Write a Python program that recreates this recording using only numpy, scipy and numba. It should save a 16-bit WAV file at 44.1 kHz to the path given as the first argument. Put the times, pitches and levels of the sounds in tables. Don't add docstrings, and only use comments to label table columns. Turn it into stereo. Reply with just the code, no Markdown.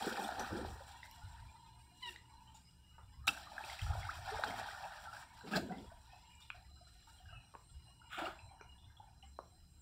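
import sys
import numpy as np
from scipy import signal
from scipy.fft import rfft, irfft, next_fast_len
from scipy.io import wavfile
from scipy.ndimage import uniform_filter1d
from numba import njit

SR = 44100
rng = np.random.default_rng(int(sys.argv[2]) if len(sys.argv) > 2 else 0)


def int16_out(signal):
    q = np.round(np.clip(np.atleast_2d(signal).T, -1, 1) * 32767)
    wavfile.write(sys.argv[1], SR, q.astype(np.int16))


N = 432621
T = np.arange(N) / SR
OPPOSED = np.array([[1], [-1]])

# lowest pitch in Hz, highest pitch in Hz, most per second, ring scale in cycles.
BUBBLE_SIZES = [(550, 1100, 340, 11), (170, 500, 100, 7), (1100, 2000, 520, 13), (2000, 6000, 1500, 18),
                (6800, 15500, 3500, 5)]


def undb(db):
    return 10 ** (np.asarray(db) / 20)


def level(x, db):
    return x * undb(db) / np.sqrt(np.mean(x ** 2))


def noise():
    return rng.standard_normal(N)


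def band(x, lo_hz, hi_hz):
    return signal.sosfilt(signal.butter(3, [lo_hz, hi_hz], "bandpass", fs=SR, output="sos"), x)


def colour(x, table, share=1, late=None):
    size = next_fast_len(N)
    hz = np.arange(size // 2 + 1) * SR / size
    point_hz, point_db = np.transpose(table)
    db = np.interp(np.log(hz + 1), np.log(point_hz), point_db)
    turn = np.interp(hz, *np.transpose(late)) if late else 0
    return irfft(rfft(x, size) * undb(share * db) * np.exp(-1j * turn), size)[:N]


def play(table):
    s, *columns = np.transpose(table)
    gate = (T >= s[0]) & (T <= s[-1])
    return uniform_filter1d(1. * gate, 600), [np.interp(T, s, c) for c in columns]


def pan(x, db):
    return x * undb([[db / 2], [-db / 2]])


def walk(rate_hz):
    k = int(SR / rate_hz)
    steps = np.repeat(rng.standard_normal(N // k + 1), k)
    return 1.3 * uniform_filter1d(uniform_filter1d(steps, k), k)[:N]


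def burst(s, db, rise_s, hold_s, t60_s):
    out = np.zeros(N)
    for at, top, up, flat, fade in np.broadcast(s, db, rise_s, hold_s, t60_s):
        i = int(max(at, 0) * SR)
        t = T[:min(N - i, int((up + flat + fade) * SR))]
        attack = np.minimum(t / up, 1) ** 2
        out[i:i + len(t)] += undb(top) * attack * 1000. ** -(np.maximum(t - up - flat, 0) / fade)
    return out


@njit
def ring(length, start, hz, t60, rise, size, soft):
    out = np.zeros(length)
    for g in range(len(start)):
        w, a, phase = 2 * np.pi * hz[g] / SR, size[g], 0.
        n = int(t60[g] * SR)
        fade, glide = 1000 ** (-1 / n), 2 ** (3 * rise[g] / n)
        for i in range(int(start[g]), min(int(start[g]) + n, length)):
            out[i] += a * np.sin(phase) * (1 - np.exp(-phase / (2 * np.pi * soft)))
            phase, a, w = phase + w, a * fade, min(w * glide, 2.8)
    return out


def bubbles(lo_hz, hi_hz, per_s, cycles, busy, scatter_db):
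    biggest_db = 8
    when, pitch, glide, big, thin = rng.random((int(per_s * N / SR), 5)).T
    hz = lo_hz * (hi_hz / lo_hz) ** pitch
    share = busy[(when * N).astype(int)]
    size = undb(np.minimum(-scatter_db * np.log(1 - big), biggest_db))
    size = size * np.clip(8 * (share - 0.872 * thin), 0, 1)
    t60_s = 2 * cycles * (0.9 + glide) / hz / share
    return ring(N, when * N, hz, t60_s, 0.284 * glide, size, 0.56)


def churn():
    # time in seconds, bubbles in dB, brightness in dB.
    stir = [(0, -43, 3), (.2, -51.5, 6.5), (.35, -44.5, 0), (.5, -45.5, 0.5), (.68, -50.5, 2),
            (.83, -60, 2.5), (1.06, -74, 12), (1.35, -67, 6), (1.9, -88, 12), (2.04, -84, 21),
            (2.09, -68, 14), (2.2, -81.5, 9), (2.5, -79.5, 8.5), (2.8, -86.5, 11), (3.25, -82.5, 8),
            (3.33, -52, 4.5), (3.5, -57.5, 2.5), (3.68, -46, 3), (3.8, -53.5, 5.5), (4.05, -47.5, 1),
            (4.22, -53.5, 4.5), (4.33, -40, -2), (4.52, -44, 2), (4.88, -48.5, 1), (5.05, -57.5, 3),
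            (5.22, -59.5, 6.5), (5.27, -70.5, 4.5), (5.38, -68.5, 7), (5.9, -70, 6), (6.3, -81.5, 11),
            (6.7, -94, 14.5), (7.1, -78.5, 12.5), (7.4, -67.5, -0.5), (7.7, -87.5, 13.5), (8.1, -90, 11.5),
            (8.4, -61.5, -18), (8.72, -75, -1), (9.17, -73, -1.5), (9.35, -86, 9.5), (9.81, -82, 5)]
    # start in seconds, bubbles in dB, brightness in dB, fade t60 in seconds.
    splashes = [(.165, -40, -2, 0.47), (.19, -38.5, -1.5, 1), (0.388, -39, -0.5, 0.11),
                (.79, -59.5, 4, 0.39), (.87, -60, 5.5, 0.27), (1.027, -65.5, 8, 0.31),
                (2.15, -67, -10, 0.093), (2.539, -79, 17, 0.36), (3.27, -37, 9.5, 0.085),
                (3.598, -45, -22, 0.039), (3.781, -61, 10.5, 0.22), (3.905, -46, -4, 0.99),
                (4.09, -54, -5, 0.096), (4.269, -42, -6.5, 0.56), (4.434, -33, -0.5, 0.042),
                (5.034, -53.5, 2, 0.23), (5.126, -53, 0.5, 0.62), (5.361, -65, 4.5, 0.33),
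                (6.12, -60, -9, 0.6), (6.398, -78, 17, 0.3), (6.541, -60, 0, 0.52), (6.87, -85, 17.5, 0.29),
                (7.07, -69.5, 6, 0.4), (7.3, -60.5, -9, 0.35), (7.86, -69, -2, 0.31),
                (8.991, -64.5, -27, 0.4)]
    # start in seconds, level in dB, hold in seconds, fade t60 in seconds.
    gurgles = [(0, -46.5, 0.021, 0.22), (0.057, -42.5, 0.14, 0.41), (0.314, -49.5, 0.11, 0.58),
               (0.514, -42, 0.099, 0.4), (2.08, -72, 0.04, 0.63), (3.269, -51.5, 0.016, 0.2),
               (4.298, -63, 0.045, 0.24), (4.446, -52.5, 0.048, 0.84), (5.429, -50, 0.03, .2),
               (5.57, -45, 0.068, 0.4), (5.7, -53, 0.074, 0.28)]
    # offset in dB, dB gained per dB of brightness, smooth rush in dB, port spread in dB.
    size_mix = [(-0.5, 0, -6.5, -18), (0, 0, -9, -17.5), (-2.5, 0.68, -17.5, -9), (-10, 1.5, -6, -4.5),
                (-12.5, 1.72, -3, -2)]
    # frequency in Hz, shape in dB.
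    water_shape = [(150, -17), (360, -16.5), (490, -9.5), (810, 10.5), (1110, -2.5), (1450, 3), (1850, 2),
                   (2030, -14), (2150, -17.5), (2330, -11.5), (2570, -13), (2900, -16), (3290, -8.5),
                   (3550, -13.5), (3780, -7.5), (4100, -12), (4380, -11.5), (4650, -12.5), (4890, -8.5),
                   (5150, -13.5), (5400, -9.5), (5800, -11.5), (6350, -31.5), (7200, -26.5), (11000, -40),
                   (15500, -36)]
    splash_rise_s, gurgle_rise_s, calm_gurgle_db, pan_db = 0.0076, 0.014, -28, -4

    _, (db, bright) = play(stir)
    s, top, shine, t60_s = np.transpose(splashes)
    gains = []
    for up, k, *_ in size_mix:
        splash = burst(s, top + up + k * shine, splash_rise_s, 0, t60_s)
        gains.append(np.hypot(undb(db + up + k * bright), splash))
    at, gurgle_db, hold_s, fade_s = np.transpose(gurgles)
    gurgle = burst(at, gurgle_db, gurgle_rise_s, hold_s, fade_s)
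    gains[1] = np.hypot(gains[0] * undb(calm_gurgle_db), gurgle)
    ticks = spatter()
    gains[3], gains[4] = gains[3] * ticks ** 0.2, gains[4] * ticks ** 0.4

    out, patch = 0, walk(22)
    busy = np.clip(np.sqrt(gains[0] * undb(55.5)), .3, 1)
    for (lo, hi, per_s, cycles), gain, (*_, rush_db, wide_db) in zip(BUBBLE_SIZES, gains, size_mix):
        swarm = level(bubbles(lo, hi, per_s, cycles, busy, scatter_db=2.5), 0)
        rush = undb(rush_db) * level(band(noise(), lo, hi), 0)
        mix = band(colour(swarm + rush, water_shape), lo, hi) * undb(0.84 * patch + 2.3 * walk(30))
        wide = undb(wide_db) * np.roll(mix, SR // 3) * OPPOSED
        out = out + level(mix + wide, 0) * gain
    return pan(0.94 * out, pan_db)


def spatter():
    per_s, t60_s, scatter_db = 50, .04, 2.5
    gap, big = rng.random((500, 2)).T
    s = np.cumsum(-np.log(1 - gap)) / per_s
    keep = s < T[-1]
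    return level(0.5 + burst(s[keep], -scatter_db * np.log(1 - big[keep]), .002, 0.0036, t60_s), 0)


def snorts():
    # start in seconds, nose level in dB, rise in seconds, hold in seconds, fade t60 in seconds,
    # throat in dB re nose, brightness in dB, spray in dB re nose, high hiss in dB re nose.
    snort_rows = [(5.452, -53.5, 0.022, 0.011, 0.32, 5, 3, -2, -10),
                  (5.502, -41, 0.015, 0.065, 0.063, 3.5, 2, -15, -11.5),
                  (5.545, -53.5, 0.016, 0.013, 0.028, 2, 5, 11, -2),
                  (5.687, -51.5, 0.0046, 0.039, 0.28, 6, -6.5, -28, -32),
                  (8.083, -62, 0.047, 0.041, 0.26, -23, 17.5, -11, 2),
                  (8.162, -40.5, 0.025, 0.075, 0.32, -18.5, 0, -19, -19.5)]
    # offset in dB, dB gained per dB of brightness.
    bright_mix = [(-2, 1.17), (-11, 1.5)]
    # frequency in Hz, shape in dB.
    nose_shape = [(88, -47), (150, 11), (215, -0.5), (540, -8), (800, -1), (1080, -9), (1420, -1),
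                  (1950, -10), (2600, -10.5), (2980, -14), (3350, -7.5), (4500, -10.5), (6730, -24),
                  (10500, -38), (15500, -33)]
    spray_hz, pan_db = 3700, -4

    s, db, rise_s, hold_s, t60_s, throat_db, bright, spray_db, hiss_db = np.transpose(snort_rows)
    ups = [0, throat_db] + [up + k * bright for up, k in bright_mix] + [spray_db, hiss_db]
    lo, hi, per_s, cycles = BUBBLE_SIZES[3]
    split = [(lo, spray_hz, per_s / 2, cycles), (spray_hz, hi, per_s / 2, cycles)]
    sizes = BUBBLE_SIZES[:3] + split + [BUBBLE_SIZES[4]]
    out, flap = 0, undb(4.9 * walk(70))
    for (lo, hi, per_s, cycles), up in zip(sizes, ups):
        wet = level(bubbles(lo, hi, per_s, cycles, np.ones(N), scatter_db=1.0), 0)
        blast = wet + undb(-2.0) * flap * level(band(noise(), lo, hi), 0)
        gain = burst(s, db + up, rise_s, hold_s, t60_s)
        out = out + level(band(colour(blast, nose_shape), lo, hi), 0) * gain
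    return pan(out, pan_db)


def plops(rows, drier_db=0):
    echo_at_minus_40_db, echo_per_db = -4.5, -0.2281
    s, db, hz, t60_s, pan_db, rise = np.transpose(rows)[:, :, None]
    sounds = []
    for k in range(len(s)):
        soft_cycles = 1.5 + 60 * rise[k, 0] ** 2
        sounds.append(ring(11000, 0 * s[k], hz[k], t60_s[k], rise[k], 1.5 * undb(db[k]), soft_cycles))
    echo_db = echo_at_minus_40_db + echo_per_db * (db[:, 0] + 40) + drier_db
    return place(s[:, 0], sounds, pan_db[:, 0], echo_db)


def faint_tones():
    # time in seconds, level in dB.
    tone_levels = [(0, -70), (.9, -62.5), (1.6, -65.5), (2.6, -74), (3.3, -69), (4.5, -52.5), (5.3, -67),
                   (6.2, -71), (6.7, -74), (7.3, -76), (7.8, -73), (8.5, -71.5), (9.2, -75.5),
                   (9.81, -79.5)]
    per_s, lo_hz, hi_hz = 110, 650, 3600
    t60_scale_s, swell_cycles, tilt_db_per_octave = .1, 26., -3.5
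    _, (db,) = play(tone_levels)
    layers = []
    for at, pitch, ringing, big, glide in rng.random((2, int(per_s * N / SR), 5)).transpose(0, 2, 1):
        hz = lo_hz * (hi_hz / lo_hz) ** pitch
        size = undb(-2.6 * np.log(1 - big) + tilt_db_per_octave * np.log2(hz / lo_hz))
        t60_s = t60_scale_s * (0.32 + ringing)
        layers.append(ring(N, at * N, hz, t60_s, .06 * (glide - .3), size, swell_cycles))
    mid, side = layers
    out = np.array([mid + 0.2 * side, mid - 0.3 * side]) * undb(4.4 * walk(60))
    return level(out, 0) * undb(db)


def squeak():
    # time in seconds, pitch in Hz, partials 1 to 4 in dB.
    whine_track = [(2.02, 1025, -61, -74, -71, -72), (2.03, 1016, -53.5, -57, -51, -58),
                   (2.055, 971, -52.5, -55, -53, -55), (2.093, 933, -62.5, -56.5, -50, -65),
                   (2.106, 915, -75, -66, -77, -80)]
    # time in seconds, pitch in Hz, level in dB.
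    grunt_track = [(2.04, 376, -90), (2.058, 390, -65), (2.118, 355, -67), (2.15, 360, -83)]
    gate, (hz, *dbs) = play(whine_track)
    phase = 2 * np.pi * np.cumsum(hz * (1 + 0.0055 * walk(90))) / SR
    partials = [undb(db + 3.0 * walk(120)) * np.sin((k + 1) * phase) for k, db in enumerate(dbs)]
    whine = gate * np.sqrt(2) * sum(partials)
    gate, (hz, db) = play(grunt_track)
    grunt = gate * undb(db + 4.2 * walk(41.5)) * np.sqrt(2) * np.sin(2 * np.pi * np.cumsum(hz) / SR)
    return pan(whine, -8) + undb(-4) * trees(whine) + grunt


def snaps():
    # start in seconds, level in dB, ring in Hz, ring t60 in seconds, left minus right in dB,
    # overtone in Hz, overtone in dB re ring, echo in dB.
    snap_rows = [(2.16, -42.5, 1960, 0.019, -12, 3800, -13, 0),
                 (2.981, -44.5, 930, 0.012, 17, 1250, -5.5, 12),
                 (6.502, -30, 1520, 0.0072, 14, 2450, 3, -2.5), (6.502, -42, 3300, .008, 5, 2960, -2, -3),
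                 (7.5395, -40.5, 620, 0.0071, 12, 1090, 3, 7.5),
                 (7.5505, -37.5, 980, 0.01, 23, 1460, -12, 3), (7.5505, -40, 420, 0.0091, 25, 643, -15, -1),
                 (8.61, -40, 953, 0.0096, 16, 1386, 0, 2), (9.3888, -27, 705, 0.0055, 27, 1030, 0, 3)]
    crack_db = -9
    s, db, hz, t60_s, pan_db, over_hz, over_db, echo_db = np.transpose(snap_rows)[:, :, None]
    t = np.arange(1000) / SR
    cracks = rng.standard_normal((len(s), len(t))) * 1000 ** (-t / t60_s) * undb(db + crack_db)
    sounds = []
    for k in range(len(s)):
        stem = ring(len(t), 0 * s[k], hz[k], t60_s[k], 0 * s[k], undb(db[k]), 1.0)
        overtone = ring(len(t), 0 * s[k], over_hz[k], t60_s[k], 0 * s[k], undb(db[k] + over_db[k]), 1.0)
        lo, hi = hz[k, 0], over_hz[k, 0]
        snap = band(stem + overtone + cracks[k], 0.46 * lo, 1.8 * hi)
        sounds.append(band(snap, 0.3 * lo, 1.7 * hi))
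    return place(s[:, 0], sounds, pan_db[:, 0], echo_db[:, 0])


def place(s, sounds, pan_db, echo_db):
    out = np.zeros((3, N + len(sounds[0])))
    for at, x, side, echo in zip(s, sounds, pan_db, echo_db):
        i = int(at * SR)
        out[:, i:i + len(x)] += undb([[side / 2], [-side / 2], [echo]]) * x
    return out[:2, :N] + trees(out[2, :N])


def trees(x):
    t60_s, rise_s = 0.29, 0.0019
    t = np.arange(int(.35 * SR)) / SR
    back = rng.standard_normal((2, len(t))) * 1000 ** (-t / t60_s) * (1 - np.exp(-t / rise_s))
    return signal.fftconvolve(x[None], back / np.sqrt(np.sum(back ** 2) / 2), axes=1)[:, :N]


def ports(x, late=None):
    # frequency in Hz, shape in dB.
    port_shape = [(60, 4.5), (110, -11), (200, 8), (380, 12.5), (700, 10), (1290, 8.5), (2380, -16),
                  (4400, -21), (8120, 23), (15000, -5.5)]
    left = colour(x[0], port_shape, share=0.16)
    right = colour(x[1], port_shape, share=-0.27, late=late)
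    return np.array([left, right])


def wind():
    # start in seconds, level in dB, hold in seconds, fade t60 in seconds, left minus right in dB.
    puff_rows = [(0, -64.5, 0.038, 0.96, 4), (0.35, -58.5, 0.043, 0.62, -4),
                 (0.496, -50.5, 0.21, 0.62, -0.5), (1.09, -68, 0.049, 0.37, 2),
                 (1.222, -51, 0.042, 0.53, -3), (1.382, -59, 0.068, 0.37, -7),
                 (3.018, -60.5, 0.024, 0.22, 0), (3.16, -52, 0.029, 0.49, -6),
                 (3.805, -39.5, 0.11, 0.25, -14), (3.969, -47.5, 0.028, 0.64, 1),
                 (4.155, -52, 0.03, 0.52, -2), (4.318, -54, 0.027, 0.25, -12), (4.45, -59, 0.18, 0.44, -3),
                 (5.524, -57.5, 0.098, 0.48, 2), (5.776, -60, 0.052, 0.95, -5),
                 (6.085, -63, 0.018, 0.17, 2), (6.517, -67, 0.23, .5, -11), (7.054, -65, 0.057, .3, -3),
                 (7.218, -57.5, 0.15, 0.16, -16), (7.706, -53.5, 0.035, 0.37, -4),
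                 (8.417, -55.5, 0.022, 0.19, -6), (8.828, -61, 0.031, 0.53, -5),
                 (8.987, -65, 0.014, 0.16, 5)]
    # frequency in Hz, shape in dB.
    rumble_shape = [(12, -66), (30, 3), (72, 14.5), (110, 11), (168, -9.5), (255, -36.5), (296, -31.5),
                    (353, -28.5), (400, -49), (520, -24.5), (880, -120)]
    rise_s, breeze_db = 0.0173, -74
    s, db, hold_s, t60_s, pan_db = np.transpose(puff_rows)
    gains = []
    for side in (1, -1):
        breeze = undb(breeze_db + 4.1 * walk(7.4))
        gains.append(np.hypot(breeze, burst(s, db + side * pan_db / 2, rise_s, hold_s, t60_s)))
    both, apart = (level(colour(noise(), rumble_shape), 0) for _ in range(2))
    return np.array(gains) * (both + 0.47 * apart * OPPOSED)


def insects_and_drones():
    # centre in Hz, width in Hz, level in dB re the insect level.
    insects = [(2995, 350, -18.5), (5044, 240, -9), (5650, 460, -11.5), (7510, 290, -6), (8550, 720, -6)]
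    # time in seconds, low drone in dB, insect line in dB.
    drones = [(0, -54.5, -99), (1.06, -63, -77), (1.85, -65.5, -80.5), (2.15, -73.5, -73), (2.42, -61, -76),
              (2.65, -79, -83), (2.9, -86, -70.5), (3.3, -76, -95), (5.3, -62.5, -81), (5.65, -69, -80),
              (6, -66, -85), (6.4, -71, -71), (6.7, -102, -84.5), (7.2, -92, -76), (7.33, -92, -67.5),
              (7.5, -92, -75), (7.62, -87, -83), (7.7, -86, -77), (8.25, -68.5, -63.5), (8.45, -69, -91),
              (8.7, -71.5, -69.5), (9.05, -74.5, -97.5), (9.81, -110, -95.5)]
    # centre in Hz, width in Hz.
    drone_bands = [(930, 128), (2880, 90)]
    # time in seconds, level in dB.
    cricket = [(0.0, -68), (0.13, -71), (0.49, -75), (0.66, -73), (1.86, -80.5), (2.05, -79.5), (2.92, -85),
               (3.28, -84), (3.44, -73), (3.79, -77), (4.18, -79), (4.51, -75), (5.85, -78.5),
               (6.42, -76.5), (7.68, -77), (8.28, -74), (8.47, -79.5), (9.29, -80.5), (9.45, -77.5),
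               (9.81, -82.5)]
    # centre in Hz, width in Hz.
    cricket_band = (4058, 160)
    # frequency in Hz, shape in dB.
    far_sides = [(60, 1.5), (110, -1.0), (200, -2), (380, 10), (700, -11.5), (1290, 11), (2380, -8),
                 (4400, -8), (8120, 6.5), (15000, -8.5)]
    insects_db = -74.5
    swell = [db + insects_db + 1.1 * walk(3) + 2.6 * walk(12) for _, _, db in insects]
    swell += [db + 1.9 * walk(8) for db in play(drones)[1] + play(cricket)[1]]
    bands = [row[:2] for row in insects + drone_bands + [cricket_band]]

    def one_side():
        return sum(undb(db + 3.44 * walk(24)) * level(band(noise(), f - w / 2, f + w / 2), 0)
                   for (f, w), db in zip(bands, swell))

    return np.array([colour(one_side(), far_sides, share=0.53), colour(one_side(), far_sides, share=-0.62)])


def hum():
    # centre in Hz, width in Hz, level in dB.
    hum_lines = [(67.7, 4.8, -67), (117.9, 2.7, -73.5), (173.3, 2.9, -81)]
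    out = 0
    for hz, w, db in hum_lines:
        narrow = signal.butter(1, [hz - w / 2, hz + w / 2], "bandpass", fs=SR, output="sos")
        out = out + level(signal.sosfilt(narrow, noise()), db)
    return out


def wavering_noise():
    out = 0
    for f in 25 * 1.5 ** np.arange(16):
        depth_db = np.interp(np.log(f), np.log([300, 6000]), [3.5, 1.2])
        out = out + band(noise(), f, f * 1.5) * undb(depth_db * walk(8))
    return out


def far_air():
    # frequency in Hz, shape in dB.
    air_shape = [(12, -46), (20, 8.5), (59, 10), (119, -3), (144, 4.5), (175, -2), (362, -8), (581, -61),
                 (881, -13.5), (1270, -37.5), (2840, -25), (3750, -83.5), (4810, -29), (7110, -24.5),
                 (15500, -27)]
    mid, side = wavering_noise(), wavering_noise()
    return level(np.array([colour(mid + 0.3 * side, air_shape), colour(mid - 0.44 * side, air_shape)]), -69)


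def scene():
    # start in seconds, level in dB, pitch in Hz, ring t60 in seconds, left minus right in dB.
    plop_rows = [(.076, -16, 315, 0.02, -5), (.099, -49, 790, 0.019, -6), (.192, -37, 837, 0.089, -14),
                 (.289, -22.5, 740, 0.022, -4), (.395, -36.5, 5730, 0.016, -10),
                 (.393, -21, 724, 0.019, -3), (.547, -31, 337, 0.082, -8), (.649, -17, 756, 0.0076, -6),
                 (.165, -35, 2350, .012, -1), (.245, -39.5, 3420, 0.021, -5.5),
                 (.275, -33, 1350, 0.028, -5), (.318, -29, 685, 0.023, -3), (.37, -33, 743, .02, -3),
                 (.518, -35, 541, .025, -1), (.61, -36, 330, .05, -5), (.735, -45, 800, 0.017, -3),
                 (.804, -46, 527, 0.059, 5), (1.03, -33, 1910, 0.016, 0), (1.215, -57, 1396, 0.14, -3),
                 (3.952, -27, 660, 0.018, -4), (1.031, -49, 3600, 0.011, -4),
                 (1.112, -44, 12200, 0.003, -13), (1.112, -48, 8500, .003, -10),
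                 (1.112, -47.5, 5400, .006, -8), (1.113, -55, 2770, .03, -3), (1.216, -55, 820, 0.087, -6),
                 (1.424, -53, 923, 0.053, 0), (1.484, -63, 2330, 0.05, -6), (2.545, -52, 840, 0.048, -1),
                 (2.548, -55, 6800, 0.031, -7), (3.24, -56, 1235, 0.17, 0.5), (3.347, -38, 1450, .02, -9),
                 (3.374, -33.5, 1460, 0.019, -3), (3.47, -41.5, 1140, 0.031, 1),
                 (3.517, -41.5, 800, 0.034, -3), (3.58, -26, 1576, 0.017, -7.5),
                 (3.639, -35, 2410, .012, -5), (3.642, -39, 790, 0.036, -6), (3.606, -33, 806, 0.036, -10),
                 (3.906, -32.5, 806, 0.027, -4), (3.698, -36.5, 2000, 0.017, -8),
                 (3.792, -37, 2500, 0.021, -2), (3.792, -34, 1910, 0.012, -5),
                 (3.816, -36.5, 3050, .015, -6), (3.864, -34, 1280, 0.016, -4),
                 (3.933, -29.5, 1290, 0.016, -4), (4.05, -35.5, 1430, 0.032, -4),
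                 (4.03, -38, 2060, 0.017, -5), (4.187, -42, 654, 0.034, -5), (4.283, -39, 1530, .03, -4),
                 (4.314, -44, 9000, 0.0032, -4), (4.474, -42, 8000, .003, -4),
                 (4.474, -44, 12500, .002, -4), (4.47, -33, 1620, .015, -8), (4.507, -33, 2030, 0.014, -3),
                 (4.528, -42, 834, .02, -4), (4.64, -34, 1500, 0.022, -4), (4.685, -33, 1450, 0.025, -4),
                 (4.71, -38, 1790, .015, -7), (4.84, -44, 2520, .02, -2), (4.85, -39.5, 633, 0.029, -4),
                 (4.985, -40, 1480, .02, -4), (5.065, -41, 828, 0.03, -4), (5.056, -35, 1420, 0.022, -3),
                 (5.147, -44, 1520, 0.017, -5), (5.166, -35, 1520, 0.02, -4), (5.19, -46, 970, 0.027, -5),
                 (8.255, -43, 2710, 0.034, -13), (3.635, -48, 336, 0.041, -7),
                 (4.318, -39.5, 411, 0.091, -5), (4.465, -46, 264, 0.056, -2),
                 (4.329, -33, 720, 0.015, -13), (4.391, -24.5, 590, 0.023, -5),
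                 (4.4365, -22.5, 817, 0.013, -3), (4.437, -6.5, 1390, 0.0061, -6),
                 (4.437, -33.5, 3730, 0.0085, -11), (4.597, -25, 776, 0.015, -4),
                 (4.659, -28, 860, 0.014, 5), (5.128, -34, 1356, 0.023, -4), (5.366, -46, 886, .025, -3),
                 (5.409, -40, 1475, .02, -4), (5.514, -35, 243, 0.045, -2), (5.545, -35, 203, 0.063, -4),
                 (5.573, -27, 630, 0.054, -3), (5.578, -33, 185, .06, -4), (5.597, -33, 231, .05, -4),
                 (5.612, -36, 150, 0.08, -3), (5.635, -38, 171, 0.065, -4), (5.66, -43, 220, .05, -4),
                 (5.79, -44, 230, .06, -4), (5.81, -44, 190, 0.076, -4), (5.83, -48, 210, .05, -4),
                 (5.706, -38, 716, 0.107, -5), (5.73, -45, 740, 0.055, -7), (5.535, -31, 1606, 0.061, -8),
                 (5.555, -28, 1520, 0.03, -10), (5.535, -38.5, 2590, 0.031, -5),
                 (5.782, -54.5, 3350, 0.019, -6), (5.695, -46, 1466, 0.036, -4),
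                 (5.72, -48, 1963, 0.062, 1), (5.916, -48, 647, 0.07, -3), (6.132, -52, 716, 0.088, -1),
                 (6.309, -57, 2290, 0.033, -2), (6.352, -54, 7400, 0.012, 0), (6.403, -54, 7000, .008, 0),
                 (6.417, -48.5, 3470, 0.03, 2), (6.71, -62, 700, 0.047, -4), (6.875, -57, 7500, 0.011, 0),
                 (6.77, -66, 1490, .06, -3), (6.544, -53, 690, 0.076, -4), (6.81, -54.5, 665, 0.072, -4),
                 (6.869, -63.5, 1360, 0.065, 12), (7.072, -56.5, 877, 0.076, -8),
                 (7.186, -57, 3050, 0.021, -5), (7.2, -57.5, 726, 0.12, -5),
                 (7.256, -52.5, 1575, 0.041, -2), (7.289, -51, 1500, 0.059, -5),
                 (7.327, -52, 1266, 0.066, -9), (7.325, -55, 672, 0.077, -3), (7.883, -55, 714, 0.035, -5),
                 (8.016, -49, 1360, 0.038, -1), (8.18, -37.5, 324, 0.045, -6), (8.217, -35, 310, 0.091, -6),
                 (8.262, -37.5, 1210, 0.054, 12), (8.276, -32, 340, 0.038, -5),
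                 (8.609, -48, 378, 0.027, 18), (8.305, -44, 1400, 0.011, -4),
                 (8.39, -40.5, 2480, 0.013, -0.5), (8.49, -58, 2230, 0.027, -2), (8.598, -52, 1500, .03, 0),
                 (8.9, -60, 1560, .05, -3), (9.03, -51, 780, .04, -4), (9.23, -66, 2050, .04, -2.5),
                 (8.51, -48.5, 754, 0.064, -5), (8.611, -44, 2220, 0.013, -2), (8.611, -55, 5630, .015, 5),
                 (8.779, -56.5, 3390, .037, 5), (8.843, -59, 3390, 0.029, -8), (8.968, -54, 3270, 0.031, 0),
                 (8.999, -41, 813, 0.037, -6), (9.226, -52, 2810, 0.026, -8), (9.52, -62, 700, .05, -3)]
    # start in seconds, level in dB, pitch in Hz, ring t60 in seconds, left minus right in dB,
    # rise in octaves.
    chirp_and_tone_rows = [(4.089, -17, 1124, 0.034, -7, 0.48), (5.9, -66, 1470, .15, -2, 0.14),
                           (6.09, -67, 1815, 0.15, -4, 0.035), (6.101, -62.5, 2495, 0.25, 2, 0.13),
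                           (6.3, -72, 2376, 0.51, 9, 0.012), (6.76, -71, 1320, 0.17, -4, -0.11),
                           (6.951, -80, 1844, 0.35, -5, 0.059), (7.07, -67, 1424, 0.2, -2, 0),
                           (7.3, -67, 2650, 0.23, -4, 0.036), (7.351, -60.5, 2663, 0.21, -5, -0.12)]
    # start in seconds, level in dB, pitch in Hz, ring t60 in seconds,
    # left minus right in dB, rise in octaves.
    smack_rows = [(3.2705, -31.5, 6900, 0.0028, -7, -0.093), (3.2705, -33, 17000, .003, -7.5, -0.061),
                  (3.271, -35.5, 11000, .004, -7.5, 0.038), (3.27, -33, 3430, .01, 2.5, 0.24),
                  (3.278, -18, 2250, 0.011, -21.5, 0.34), (3.281, -31, 3880, 0.02, -13, -0.099),
                  (3.288, -23.5, 2715, 0.025, 1, -0.038), (3.288, -26.5, 1470, 0.034, -2, -0.22),
                  (3.286, -43, 300, 0.053, -6, -0.066), (3.282, -41.5, 4900, 0.012, -2.5, -0.08),
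                  (3.292, -40, 3300, 0.024, -7, -0.089), (3.291, -39, 23000, 0.012, -4, 0.048),
                  (3.279, -38.5, 6000, 0.009, -5, 0), (3.28, -36.5, 10070, 0.0086, -4.5, 0),
                  (3.307, -44, 7200, .006, -6.5, 0.047)]
    # frequency in Hz, lag of the right port in radians.
    port_lead = [(100, 0.051), (800, 0.43), (1720, 2.01), (4220, 3.34), (10500, 21), (16000, 25)]
    # frequency in Hz, shape in dB.
    leaf_shape = [(200, -5.5), (900, -6.5), (2500, 3), (9000, 1.5)]
    water_db, churn_echo_db, plop_rise_oct, smack_drier_db = -2.5, -9.5, 0.14, -7.5

    wet = undb(water_db) * (churn() + snorts() + faint_tones())
    near = wet + plops([(*row, plop_rise_oct) for row in plop_rows] + chirp_and_tone_rows)
    smack = plops(smack_rows, smack_drier_db)
    pond = ports(near, port_lead) + ports(smack)
    echo = undb(churn_echo_db) * trees(colour(wet.mean(axis=0), leaf_shape))
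    return pond + echo + squeak() + snaps() + wind() + insects_and_drones() + hum() + far_air()


def record(dry):
    return signal.sosfilt(signal.ellip(8, .2, 70, 15600, fs=SR, output="sos"), dry)


dry = scene()
out = record(dry)
int16_out(out)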